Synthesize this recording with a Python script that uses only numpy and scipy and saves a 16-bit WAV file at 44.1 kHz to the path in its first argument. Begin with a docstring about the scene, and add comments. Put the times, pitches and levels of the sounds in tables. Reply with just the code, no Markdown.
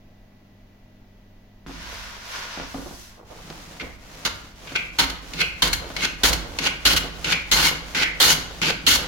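"""A small workshop, saw and board close, in stereo: low rumble, mains hum and fan tones in still air.
First a board lands on the bench and slides to the fence of a bench hook: grains of friction, knocks of wood.
Then a back saw sets off: on each pull its teeth skate back and modes of the blade ring; on each push
a train of tooth snaps and tearing noise excites saw and board and shakes the bench.
Between strokes the blade rubs in the kerf and the hook rattles, until the last push runs out."""
import sys
import numpy as np
from scipy import signal
from scipy.fft import rfft, irfft
from scipy.io import wavfile
from scipy.ndimage import uniform_filter1d, minimum_filter1d

SR = 44100
rng = np.random.default_rng(int(sys.argv[2]) if len(sys.argv) > 2 else 0)


def store_pcm(level_fs):
    """Save levels as 16-bit WAV."""
    pcm = np.round(np.clip(level_fs, -1, 1) * 32767).astype(np.int16)
    wavfile.write(sys.argv[1], SR, np.atleast_2d(pcm).T)


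N = 399987
T = np.arange(N) / SR

# Levels in the tables are relative: each layer has its own gain and colour on top.
# tones of mains hum and fan: pitch_hz, level_db
HUM_TONES = [(100, -57.5), (200, -59.5), (246, -65), (601, -80), (625, -70.5), (1966, -74.5)]
# colour of the workshop air: pitch_hz, level_db
AIR_COLOUR = [(15, -2.5), (36, 2.5), (55, -13.5), (150, -12), (300, -15.5), (450, -21.5), (700, -21),
              (1200, -31.5), (2000, -30.5), (4000, -37), (6500, -42.5), (8500, -58), (11000, -48.5),
              (16000, -45)]
AIR_DB = -51.5
ROOM_BASS_T60_S, ROOM_TREBLE_T60_S = 0.63, 0.28

# the board's weight lands on the bench top: start_s, thrum_db, sway_db
BOARD_LANDING = (1.664, -38.5, -44.5)
# board and fingers sliding: time_s, scrape_db, hiss_db
BOARD_SLIDE = [(1.68, -50, -62), (1.788, -43, -62), (1.932, -41, -53.5), (2.204, -46, -61),
               (2.314, -41.5, -51.5), (2.362, -36.5, -52.5), (2.65, -43, -64), (2.688, -45, -56),
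               (3.012, -58, -53), (3.14, -55.5, -62.5)]
SLIDE_START_S, SLIDE_END_S = 1.664, 3.22
# the board knocking on hook and fence: start_s, level_db, softness_hz (low-pass corner of the contact)
BOARD_KNOCKS = [(1.664, -39, 2500), (1.694, -35, 1000), (2.575, -30.5, 1200), (2.599, -30.5, 2000),
                (2.745, -26, 1390), (2.784, -34, 700), (2.86, -33.5, 900), (2.91, -34.5, 1000),
                (3.502, -35.5, 6000), (3.823, -26.5, 380), (4.721, -36, 4000), (5.903, -34, 2500),
                (7.042, -29.5, 895)]
# the hook shifts on the bench: start_s, length_s, level_db
HOOK_SCUFFS = [(3.159, 0.041, -46), (3.275, 0.099, -44.5), (5.786, 0.059, -35.5), (6.42, 0.075, -40.5),
               (7.038, 0.044, -36), (7.155, 0.033, -42), (8.422, .09, -44)]

# the first pull and push are slow and feel for the line, when each sets off: start_s
FIRST_TURNS_S = [3.25, 3.98]
# the saw turns round this long before its teeth engage
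PUSH_RUN_UP_S, PULL_RUN_UP_S = .07, 0.13
LAST_TURN_S = 9.2  # the last push runs out
# the arm's effort as the sawing gets under way: time_s, effort_db
ARM_EFFORT = [(3.3, -4.5), (4.3, -5.5), (5.5, 0.5), (9, 0.5)]
# pull strokes: start_s (teeth catch), swell_s, catch_db, drag_db, peak_db (hardest contact), treble_db,
# ring_hz, ring_db, bench_shake_db, rise_s (from the catch to the hardest contact)
PULL_STROKES = [(3.797, 0.017, -42, -37.5, -34, -20, 2097, -41.5, -47, 0.019),
                (4.672, 0.0022, -35, -43, -17, -6.5, 2396, -23.5, -46, .088),
                (5.334, 0.0076, -31.5, -42.5, -18.5, 3.5, 2540, -22.5, -40, 0.081),
                (5.964, .016, -26, -48, -21, 4, 2600, -31, -36.5, .088),
                (6.586, 0.017, -22.5, -46, -20.5, 4, 2365, -27, -34.5, 0.087),
                (7.243, 0.014, -25, -32, -18.5, 2.5, 2336, -23, -34.5, .087),
                (7.947, .013, -29, -24.5, -23, 1, 2130, -21.5, -36.5, .088),
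                (8.616, 0.041, -26, -27, -24, 3, 2430, -33, -31.5, 0.09)]
# push strokes: start_s (teeth bite), bite_s (length), bite_db, cut_s (length), cut_db,
# cut_treble_db, woody_body_db, bench_sway_db, bench_shake_db
PUSH_STROKES = [(4.248, 0.015, -19.5, 0.025, -24, -13, 4, -42.5, -45),
                (4.984, 0.021, -17, .058, -24, -0.5, 6, -35.5, -39.5),
                (5.619, 0.01, -13.5, 0.062, -23.5, 0.5, 1.5, -32, -35),
                (6.232, 0.028, -15.5, 0.063, -25.5, 9.5, 5, -27.5, -29),
                (6.85, 0.024, -13.5, 0.088, -19.5, 1.5, -1, -29.5, -31),
                (7.512, 0.023, -16, 0.18, -22.5, 5, 3, -32, -33.5),
                (8.199, 0.035, -11, 0.13, -24, 12, 3, -38, -31),
                (8.864, 0.011, -8.5, 0.092, -24, 11.5, 0.5, -34, -32)]
# the teeth snag once more near the end of a push: start_s, length_s, level_db
PUSH_SNAGS = [(5.095, 0.0071, -29), (5.727, 0.0069, -15), (6.326, 0.0093, -18.5), (6.959, 0.02, -19),
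              (7.645, 0.028, -20.5), (8.28, 0.026, -23)]

# colours of bench sway, bench-top thrum and hook rattle: pitch_hz, level_db
SWAY_COLOUR = [(15, -18), (35, -17.5), (50, 4.5), (66, -1), (90, -9), (200, -51.5)]
THRUM_COLOUR = [(70, -29), (120, -1.5), (170, 1), (215, -5.5), (290, -5), (400, -18), (800, -50)]
HOOK_COLOUR = [(150, -18.5), (350, -4), (480, 6), (640, -0.5), (900, -1), (1200, -4), (1700, -19),
               (3000, -37)]
# colours of board scrape, kerf rub, skating pull and cutting push: pitch_hz, level_db
BOARD_COLOUR = [(120, -41), (200, -15), (409, -26), (465, -11), (763, -10.5), (968, 1), (1300, -3.5),
                (1450, -1), (1680, -1), (5940, -8), (8420, -25), (13800, -31), (16000, -32)]
KERF_COLOUR = [(150, -29.5), (500, -4.5), (1200, -7.5), (2500, -9.5), (4500, -12), (6500, -13.5),
               (8500, -23), (11000, -22.5), (16000, -27.5)]
SKATE_COLOUR = [(70, -21), (140, -6.5), (450, 1.5), (700, -13), (1150, -4.5), (1500, 5), (1800, 0),
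                (2500, 5), (3300, -2.5), (4300, 0), (6500, -9.5), (8500, -19), (11000, -17.5), (16000, -27)]
CUT_COLOUR = [(71, -50.5), (120, -7.5), (157, -11.5), (278, -6.5), (727, -12.5), (1400, 0), (2640, -3),
              (2930, -1), (3450, -5.5), (4320, 0), (5080, -4.5), (6500, -7.5), (8480, -15.5),
              (10600, -11.5), (16000, -18)]
# colours of the slide's hiss, the knocks and their thud: pitch_hz, level_db
HISS_COLOUR = [(1000, -7.5), (6000, 3.5), (8500, -6.5), (11000, -4), (16000, -11)]
KNOCK_COLOUR = [(60, -11), (250, 1.0), (700, 5.5), (1500, -2.5), (5000, -3), (16000, -35)]
THUD_COLOUR = [(100, -20), (200, 0), (380, -7.5), (800, -32.5)]
# resonances of the scraped board and the thud: pitch_hz, width_hz, level_db
SCRAPE_MODES = [(664, 50, 7.5), (940, 73, -9), (1444, 24, 7), (1600, 92, -3.5)]
THUD_MODES = [(276.5, 8.1, 15.4), (365, 31, 8.4)]
# resonances of the board on its hook: pitch_hz, width_hz, level_db
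BOARD_MODES = [(165, 12, 6), (266.4, 15, 5.5), (337, 51, 6.5), (470, 54, -13.5), (705, 81, 0.5),
               (914, 27, -48), (1460, 81, 5)]
# resonances of saw and board under the teeth: pitch_hz, width_hz, level_db
SAW_MODES = [(165, 18, 6.5), (275, 11, -2), (492, 23, -24), (856, 175, 2), (1474, 105, -6.5), (2155, 88, 0),
             (2970, 480, -6), (3280, 72, -3), (3590, 82, -2), (4210, 104, -3), (4690, 150, -12),
             (5500, 150, -8), (6410, 480, -6), (6700, 170, -8)]
# outer modes of the blade: pitch_hz (before bend and flutter), level_db, t60_s
OUTER_BLADE_MODES = [(1500, 0, 0.11), (3140, 0, 0.2)]
BLADE_LONGEST_T60_S = .4  # in the central cluster
TOP_HZ = 16000


def undb(db):
    """Decibels to gain."""
    return 10 ** (np.asarray(db) / 20)


def unit(x):
    """Scale to rms 1."""
    return x / np.sqrt(np.mean(x ** 2))


def curve(rows, axis=1):
    """Gain over time from a column of dB values."""
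    rows = np.array(rows)
    return undb(np.interp(T, rows[:, 0], rows[:, axis]))


def walk(rate_hz):
    """Slow random wander with rms 1."""
    knots = rng.standard_normal(int(N / SR * rate_hz) + 2)
    return unit(np.interp(T * rate_hz, np.arange(len(knots)), knots))


def envelope(start, hold, attack_s, release_s):
    """Straight attack, exponential release beginning at the hold time, counted from the start."""
    out, i = np.zeros(N), int(start * SR)
    t = T[:min(N - i, SR)]
    out[i:i + len(t)] = np.minimum(t / attack_s, 1) * np.exp(-np.maximum(t - hold, 0) / release_s)
    return out


def lowpass(x, hz, order=2):
    """Butterworth low-pass."""
    return signal.sosfilt(signal.butter(order, min(hz, .45 * SR), fs=SR, output="sos"), x)


def ring(x, response):
    """Pass a sound through a response."""
    return signal.oaconvolve(np.atleast_2d(x), np.atleast_2d(response), axes=1)[:, :N]


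def body(colour, modes=(), size=8192):
    """Causal response of unit energy: resonances standing on a broad colour."""
    f = np.arange(size // 2 + 1) * SR / size + 1
    hz, db = np.transpose(colour)
    gain = undb(np.interp(np.log(f), np.log(hz), db))
    gain = gain * np.sqrt(1 + sum(undb(d) ** 2 / (1 + (2 * (f - c) / w) ** 2) for c, w, d in modes))
    # folding the cepstrum gives minimum phase
    cepstrum = irfft(np.log(gain))
    cepstrum[1:size // 2] *= 2
    cepstrum[size // 2 + 1:] = 0
    h = irfft(np.exp(rfft(cepstrum)))
    return h / np.linalg.norm(h)


def spread(x, split_hz=900):
    """Turn middle and side into left and right; bass reaches both alike, treble comes by unlike paths."""
    side = x[1] - lowpass(x[1], split_hz, order=1)
    return np.array([x[0] + side, x[0] - side]) / np.sqrt(2)


def grains(rate, spread_db):
    """Tiny slips and snaps at random moments (rate per second), random in size and unlike in two channels."""
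    sizes = undb(spread_db * np.minimum(rng.exponential(size=N), 4))
    return unit((rng.random(N) < rate / SR) * sizes * rng.standard_normal((2, N)))


def background():
    """Still workshop air as coloured noise with a low rumble, and steady hum tones with wandering phase."""
    air = unit(spread(ring(rng.standard_normal((2, N)), body(AIR_COLOUR))))
    hum = sum(undb(db) * np.sqrt(2) * np.sin(2 * np.pi * hz * T + 0.27 * walk(8.5)) for hz, db in HUM_TONES)
    return undb(AIR_DB) * air + hum


def room(x, wet_db=-9, delay_s=0.01):
    """The workshop's walls return a short tail whose treble dies first."""
    t = T[:SR * 3 // 4]
    noise = rng.standard_normal((2, len(t)))
    low = lowpass(noise, 1800, order=1)
    tail = low * undb(-60 * t / ROOM_BASS_T60_S)
    tail += undb(-2.0) * (noise - low) * undb(-60 * t / ROOM_TREBLE_T60_S)
    tail = (tail - lowpass(tail, 310, order=1)) * (1 - np.exp(-(t / delay_s) ** 2))
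    return undb(wet_db) * ring(x, tail / np.sqrt(np.sum(tail ** 2) / 2))


def travel(turn_db=-17):
    """Speed of the saw: it swells through each stroke and nearly stops at each turn."""
    turns = FIRST_TURNS_S + [row[0] - PUSH_RUN_UP_S for row in PUSH_STROKES[1:]]
    turns += [row[0] - PULL_RUN_UP_S for row in PULL_STROKES[1:]]
    turns = sorted(turns + [LAST_TURN_S])
    speed = np.abs(np.sin(np.pi * np.interp(T, turns, np.arange(len(turns)))))
    return (speed ** 0.63 + undb(turn_db)) * (T > turns[0])


def sliding(axis=1):
    """Strength of the board's slide from touch-down until it rests at the fence."""
    touch_down = np.clip((T - SLIDE_START_S) / 0.0055, 0, 1)
    come_to_rest = np.clip((SLIDE_END_S - T) / 0.1, 0, 1)
    return touch_down * come_to_rest * curve(BOARD_SLIDE, axis)


def shaking(push_db, pull_db, knock_db, slide_db, travel_db, attack_s, release_s):
    """Drive of a bench part: bites, catches and knocks die away over the steady drag of saw and board."""
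    blows = [(s, cut_s, db + push_db) for s, _, _, cut_s, *_, db in PUSH_STROKES]
    blows += [(s, rise, db + pull_db) for s, *_, db, rise in PULL_STROKES]
    power = sum((undb(db) * envelope(s, hold, attack_s, release_s)) ** 2 for s, hold, db in blows)
    power += sum((undb(db + knock_db) * envelope(s, 0, attack_s, release_s / 2)) ** 2
                 for s, db, _ in BOARD_KNOCKS)
    slide = undb(slide_db) * sliding()
    drag = undb(travel_db) * travel() * curve(ARM_EFFORT)
    return np.sqrt(power + slide ** 2 + drag ** 2)


def swaying(hold_s=0.11, attack_s=0.0088, release_s=.08, slide_db=-14, knock_db=-14, rocking_db=-43):
    """Pushes set the bench swaying; knocks nudge it, the working arm and the sliding board keep it rocking."""
    power = sum((undb(db) * envelope(s, hold_s, attack_s, release_s)) ** 2 for s, *_, db, _ in PUSH_STROKES)
    power += sum((undb(db + knock_db) * envelope(s, 0, attack_s, 0.14)) ** 2 for s, db, _ in BOARD_KNOCKS)
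    slide = undb(slide_db) * sliding()
    rocking = undb(rocking_db) * curve(ARM_EFFORT) ** 2.0 * (T > FIRST_TURNS_S[0])
    return np.sqrt(power + slide ** 2 + rocking ** 2)


def bench(sway_side_db=-10, uneven_db=2.5, pan_db=1.0):
    """The heavy bench sways under the strokes, its top thrums, the hook rattles and scuffs on it in fits."""
    lands_s, lands_thrum_db, lands_sway_db = BOARD_LANDING
    sway = ring(rng.standard_normal((2, N)), body(SWAY_COLOUR, [(51, 11, 5.2)]))
    sway = sway / np.sqrt(uniform_filter1d(sway ** 2, SR // 16))  # even out the noise's own swells
    side = undb(sway_side_db) * np.array([sway[1], -sway[1]])
    sway = undb([[-3], [1.5]]) * (sway[0] + side)
    landing_sway = undb(lands_sway_db) * envelope(lands_s, 0.37, attack_s=.01, release_s=0.17)
    sway *= np.hypot(swaying(), landing_sway)

    thrum = ring(grains(rate=2400, spread_db=0.5), body(THRUM_COLOUR, BOARD_MODES))
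    landing_thrum = undb(lands_thrum_db) * envelope(lands_s, 0, attack_s=.006, release_s=0.14)
    thrum *= np.hypot(landing_thrum, shaking(push_db=-0.5, pull_db=-0.5, knock_db=-10.5, slide_db=-20,
                                             travel_db=-44, attack_s=0.0083, release_s=0.1))

    rattle = ring(grains(rate=1100, spread_db=1.5), body(HOOK_COLOUR, BOARD_MODES))
    rattle *= undb(uneven_db * walk(28))
    scuffs = sum(undb(db) * envelope(s, length, attack_s=length / 2, release_s=0.042)
                 for s, length, db in HOOK_SCUFFS)
    rattle *= np.hypot(scuffs, shaking(push_db=0, pull_db=-3.5, knock_db=-8, slide_db=-9.5,
                                       travel_db=-47.5, attack_s=0.0049, release_s=0.087))
    pan = undb([[-pan_db / 2], [pan_db / 2]])
    return sway + pan * spread(undb(0.5) * thrum + undb(-0.5) * rattle)


def knocks(crack_s=0.0089, crack_db=-25, thud_db=-4):
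    """Wood meets wood: one blow and a short scuff ring the board, and its low bending modes thud on."""
    blows, t = np.zeros((2, N)), T[:SR // 10]
    for s, db, soft_hz in BOARD_KNOCKS:
        blow = undb(crack_db) * rng.standard_normal((2, len(t))) * np.exp(-t / crack_s)
        blow[0, 0] += 1
        i = int(s * SR)
        blows[:, i:i + len(t)] += undb(db) * lowpass(blow, soft_hz)
    thud = body(THUD_COLOUR, THUD_MODES)
    return undb(25.5) * spread(ring(blows, body(KNOCK_COLOUR, BOARD_MODES) + undb(thud_db) * thud))


def handling(scrape_db=4.5, hiss_db=8, rub_db=-42, rub_effort=0.59):
    """The board slides with a scrape and fine hiss; the blade rubs in the kerf, following the saw's speed."""
    scrape = grains(rate=11000, spread_db=0.0) * sliding() * undb(0.84 * walk(29.55))
    scrape = ring(scrape, body(BOARD_COLOUR, SCRAPE_MODES))
    hiss = ring(grains(rate=12000, spread_db=1.0) * sliding(axis=2), body(HISS_COLOUR))
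    rub = grains(rate=9000, spread_db=-1.5) * travel() * curve(ARM_EFFORT) ** rub_effort
    rub = ring(rub * undb(0.93 * walk(35)), body(KERF_COLOUR))
    return spread(undb(scrape_db) * scrape + undb(hiss_db) * hiss + undb(rub_db) * rub)


def teeth(rate_hz, jitter, uneven_db, tear, snap_db, grain_db):
    """Each tooth snaps a fibre and tears on until the next strikes; the grain varies the force at random."""
    phase = np.cumsum(rate_hz * np.exp(jitter * walk(200))) / SR
    tooth = phase.astype(int)
    size = undb(uneven_db * np.clip(rng.standard_normal(N), -2, 2))[tooth] * undb(grain_db * walk(170))
    snaps = np.diff(tooth, prepend=0) * size * rng.choice([-1, 1], (2, N))
    # tear is the decay as a fraction of the interval between teeth
    tearing = np.exp(-(phase % 1) / tear) * size * rng.standard_normal((2, N))
    return unit(unit(tearing) + undb(snap_db) * unit(snaps))


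def dispersion():
    """Bending waves carry treble faster than bass, so every snap becomes a tiny chirp."""
    f = np.linspace(0, SR / 2, 257)
    delay_s = .0002 + .0013 * np.exp(-f / 6000)
    return irfft(np.exp(-2j * np.pi * np.cumsum(delay_s) * f[1]))


def saw_body(x, colour, shift_db=7.5, shift_hz=36):
    """As the cut travels along the blade, the drive of each resonance shifts at random."""
    x = ring(x, signal.fftconvolve(body(colour, size=4096), dispersion()))
    out = x.copy()
    moments = np.arange(0, T[-1] + .1, 1 / shift_hz)
    for hz, width, db in SAW_MODES:
        gains = undb(db + shift_db * np.clip(rng.standard_normal(len(moments)), -2, 1.5))
        out += signal.lfilter(*signal.iirpeak(hz, hz / width, fs=SR), x * np.interp(T, moments, gains))
    return spread(out)


def blade(centre_hz, spacing_hz=86, width_hz=330, damping_hz=650, count=15, bend=0.0598, relax_s=.05,
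          waver=0.0047):
    """Close bending modes of the steel plate; they flutter, and sag as the flexed blade straightens."""
    t = T[:SR // 3]
    offset = spacing_hz * (np.arange(count) - count // 2 + 0.277 * rng.standard_normal(count))
    # modes die sooner the further they lie from one spacing below the centre
    cluster = [(centre_hz + d,
                -20 * np.log10(1 + (d / width_hz) ** 2),
                BLADE_LONGEST_T60_S / (1 + ((d + spacing_hz) / damping_hz) ** 2)) for d in offset]
    hz, db, t60_s = np.transpose(cluster + OUTER_BLADE_MODES)[:, :, None]
    flutter = waver * np.sin(2 * np.pi * (22 * t + rng.random((len(hz), 1))))
    cycles = np.cumsum(hz * (1 + bend * np.exp(-t / relax_s) + flutter), axis=1) / SR
    waves = undb(db - 60 * t / t60_s) * np.sin(2 * np.pi * (cycles + rng.random((2, len(hz), 1))))
    return waves.sum(axis=1) / np.sqrt(np.sum(undb(db) ** 2) / 2)


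def pull(catch_s=0.0067, release_s=0.0065, early_ring_db=-4):
    """Teeth catch, skate backwards with rising pressure, then let go and leave the blade ringing."""
    skating = teeth(rate_hz=750, jitter=.3, uneven_db=1.5, tear=0.49, snap_db=-10, grain_db=0.0)
    dull = lowpass(skating, 3600, order=1)
    drive, zing = np.zeros((2, N)), np.zeros((2, N))
    for s, swell, catch_db, drag_db, peak_db, treble_db, ring_hz, ring_db, _, rise in PULL_STROKES:
        i = int(s * SR)
        t = T[:min(N - i, SR // 4)]
        span = slice(i, i + len(t))
        before, after = np.maximum(rise - t, 0), np.maximum(t - rise, 0)
        contact = undb(catch_db) ** 2 * np.exp(-(t / catch_s) ** 2)
        contact += undb(drag_db) ** 2
        contact += undb(peak_db) ** 2 * np.exp(-before / swell)
        rasp = dull[:, span] + undb(treble_db) * (skating[:, span] - dull[:, span])
        drive[:, span] += rasp * np.sqrt(contact) * np.exp(-after / release_s)
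        # the blade rings at the catch and again just before the hardest contact
        for start, db in ((s, drag_db + early_ring_db), (s + rise - .006, ring_db)):
            j = int(start * SR)
            tone = blade(ring_hz)[:, :N - j]
            n = tone.shape[1]
            zing[:, j:j + n] += undb(db) * tone * (1 - np.exp(-T[:n] / 0.0004))
    return saw_body(drive, SKATE_COLOUR) + undb(3.0) * zing


def push(attack_s=0.0034, release_s=0.0082, bite_release_s=0.0083, crunch_db=13, crunch_s=0.025,
         bite_treble_db=-1, bite_body_db=-2, snag_treble_db=2, snag_body_db=-5, snag_attack_s=0.0048):
    """Teeth dig in with a jolt, cut on through the board and may snag again."""
    cutting = teeth(rate_hz=950, jitter=.2, uneven_db=1.0, tear=0.56, snap_db=-2.5, grain_db=1.0)
    crunch = signal.sosfilt(signal.butter(2, [2700, 4700], "bandpass", fs=SR, output="sos"), cutting)
    woody, dull = lowpass(cutting, 1550, order=1), lowpass(cutting, 5500, order=1)
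    low, middle, high, jolt = np.zeros((4, N))
    contacts = [(envelope(s, length, snag_attack_s, release_s) * undb(db), snag_body_db, snag_treble_db)
                for s, length, db in PUSH_SNAGS]
    for s, bite_s, bite_db, cut_s, cut_db, treble_db, body_db, *_ in PUSH_STROKES:
        bite = undb(bite_db) * envelope(s, bite_s, attack_s, bite_release_s)
        cut = undb(cut_db) * envelope(s, cut_s, attack_s, release_s)
        contacts.append((bite, body_db + bite_body_db, bite_treble_db + 0.26 * treble_db))
        contacts.append((cut, body_db, treble_db))
        # the harder the teeth land, the more the blade itself crunches for a moment
        jolt += bite * undb(crunch_db + bite_db) * envelope(s, 0, attack_s, crunch_s)
    # contacts add as power in three bands
    for force, body_db, treble_db in contacts:
        low += (force * undb(body_db)) ** 2
        middle += force ** 2
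        high += (force * undb(treble_db)) ** 2
    drive = np.sqrt(low) * woody
    drive += np.sqrt(middle) * (dull - woody)
    drive += np.sqrt(high) * (cutting - dull)
    drive += jolt * crunch
    return undb(-1.53) * saw_body(drive, CUT_COLOUR)


def scene():
    """Saw and board close with the room's tail on them; bench and background without it."""
    near = push() + pull() + handling() + knocks()
    return near + room(near) + bench() + background()


def record(dry, ceiling_db=-2.0):
    """A fast limiter, one gain for both channels, holds down the highest peaks; the top is cut."""
    need = np.minimum(1, undb(ceiling_db) / (np.abs(dry).max(axis=0) + 1e-9))
    gain = uniform_filter1d(minimum_filter1d(need, size=129), size=129)
    return signal.sosfilt(signal.ellip(8, .2, 70, TOP_HZ, fs=SR, output="sos"), dry * gain)


dry = scene()
out = record(dry)
store_pcm(out)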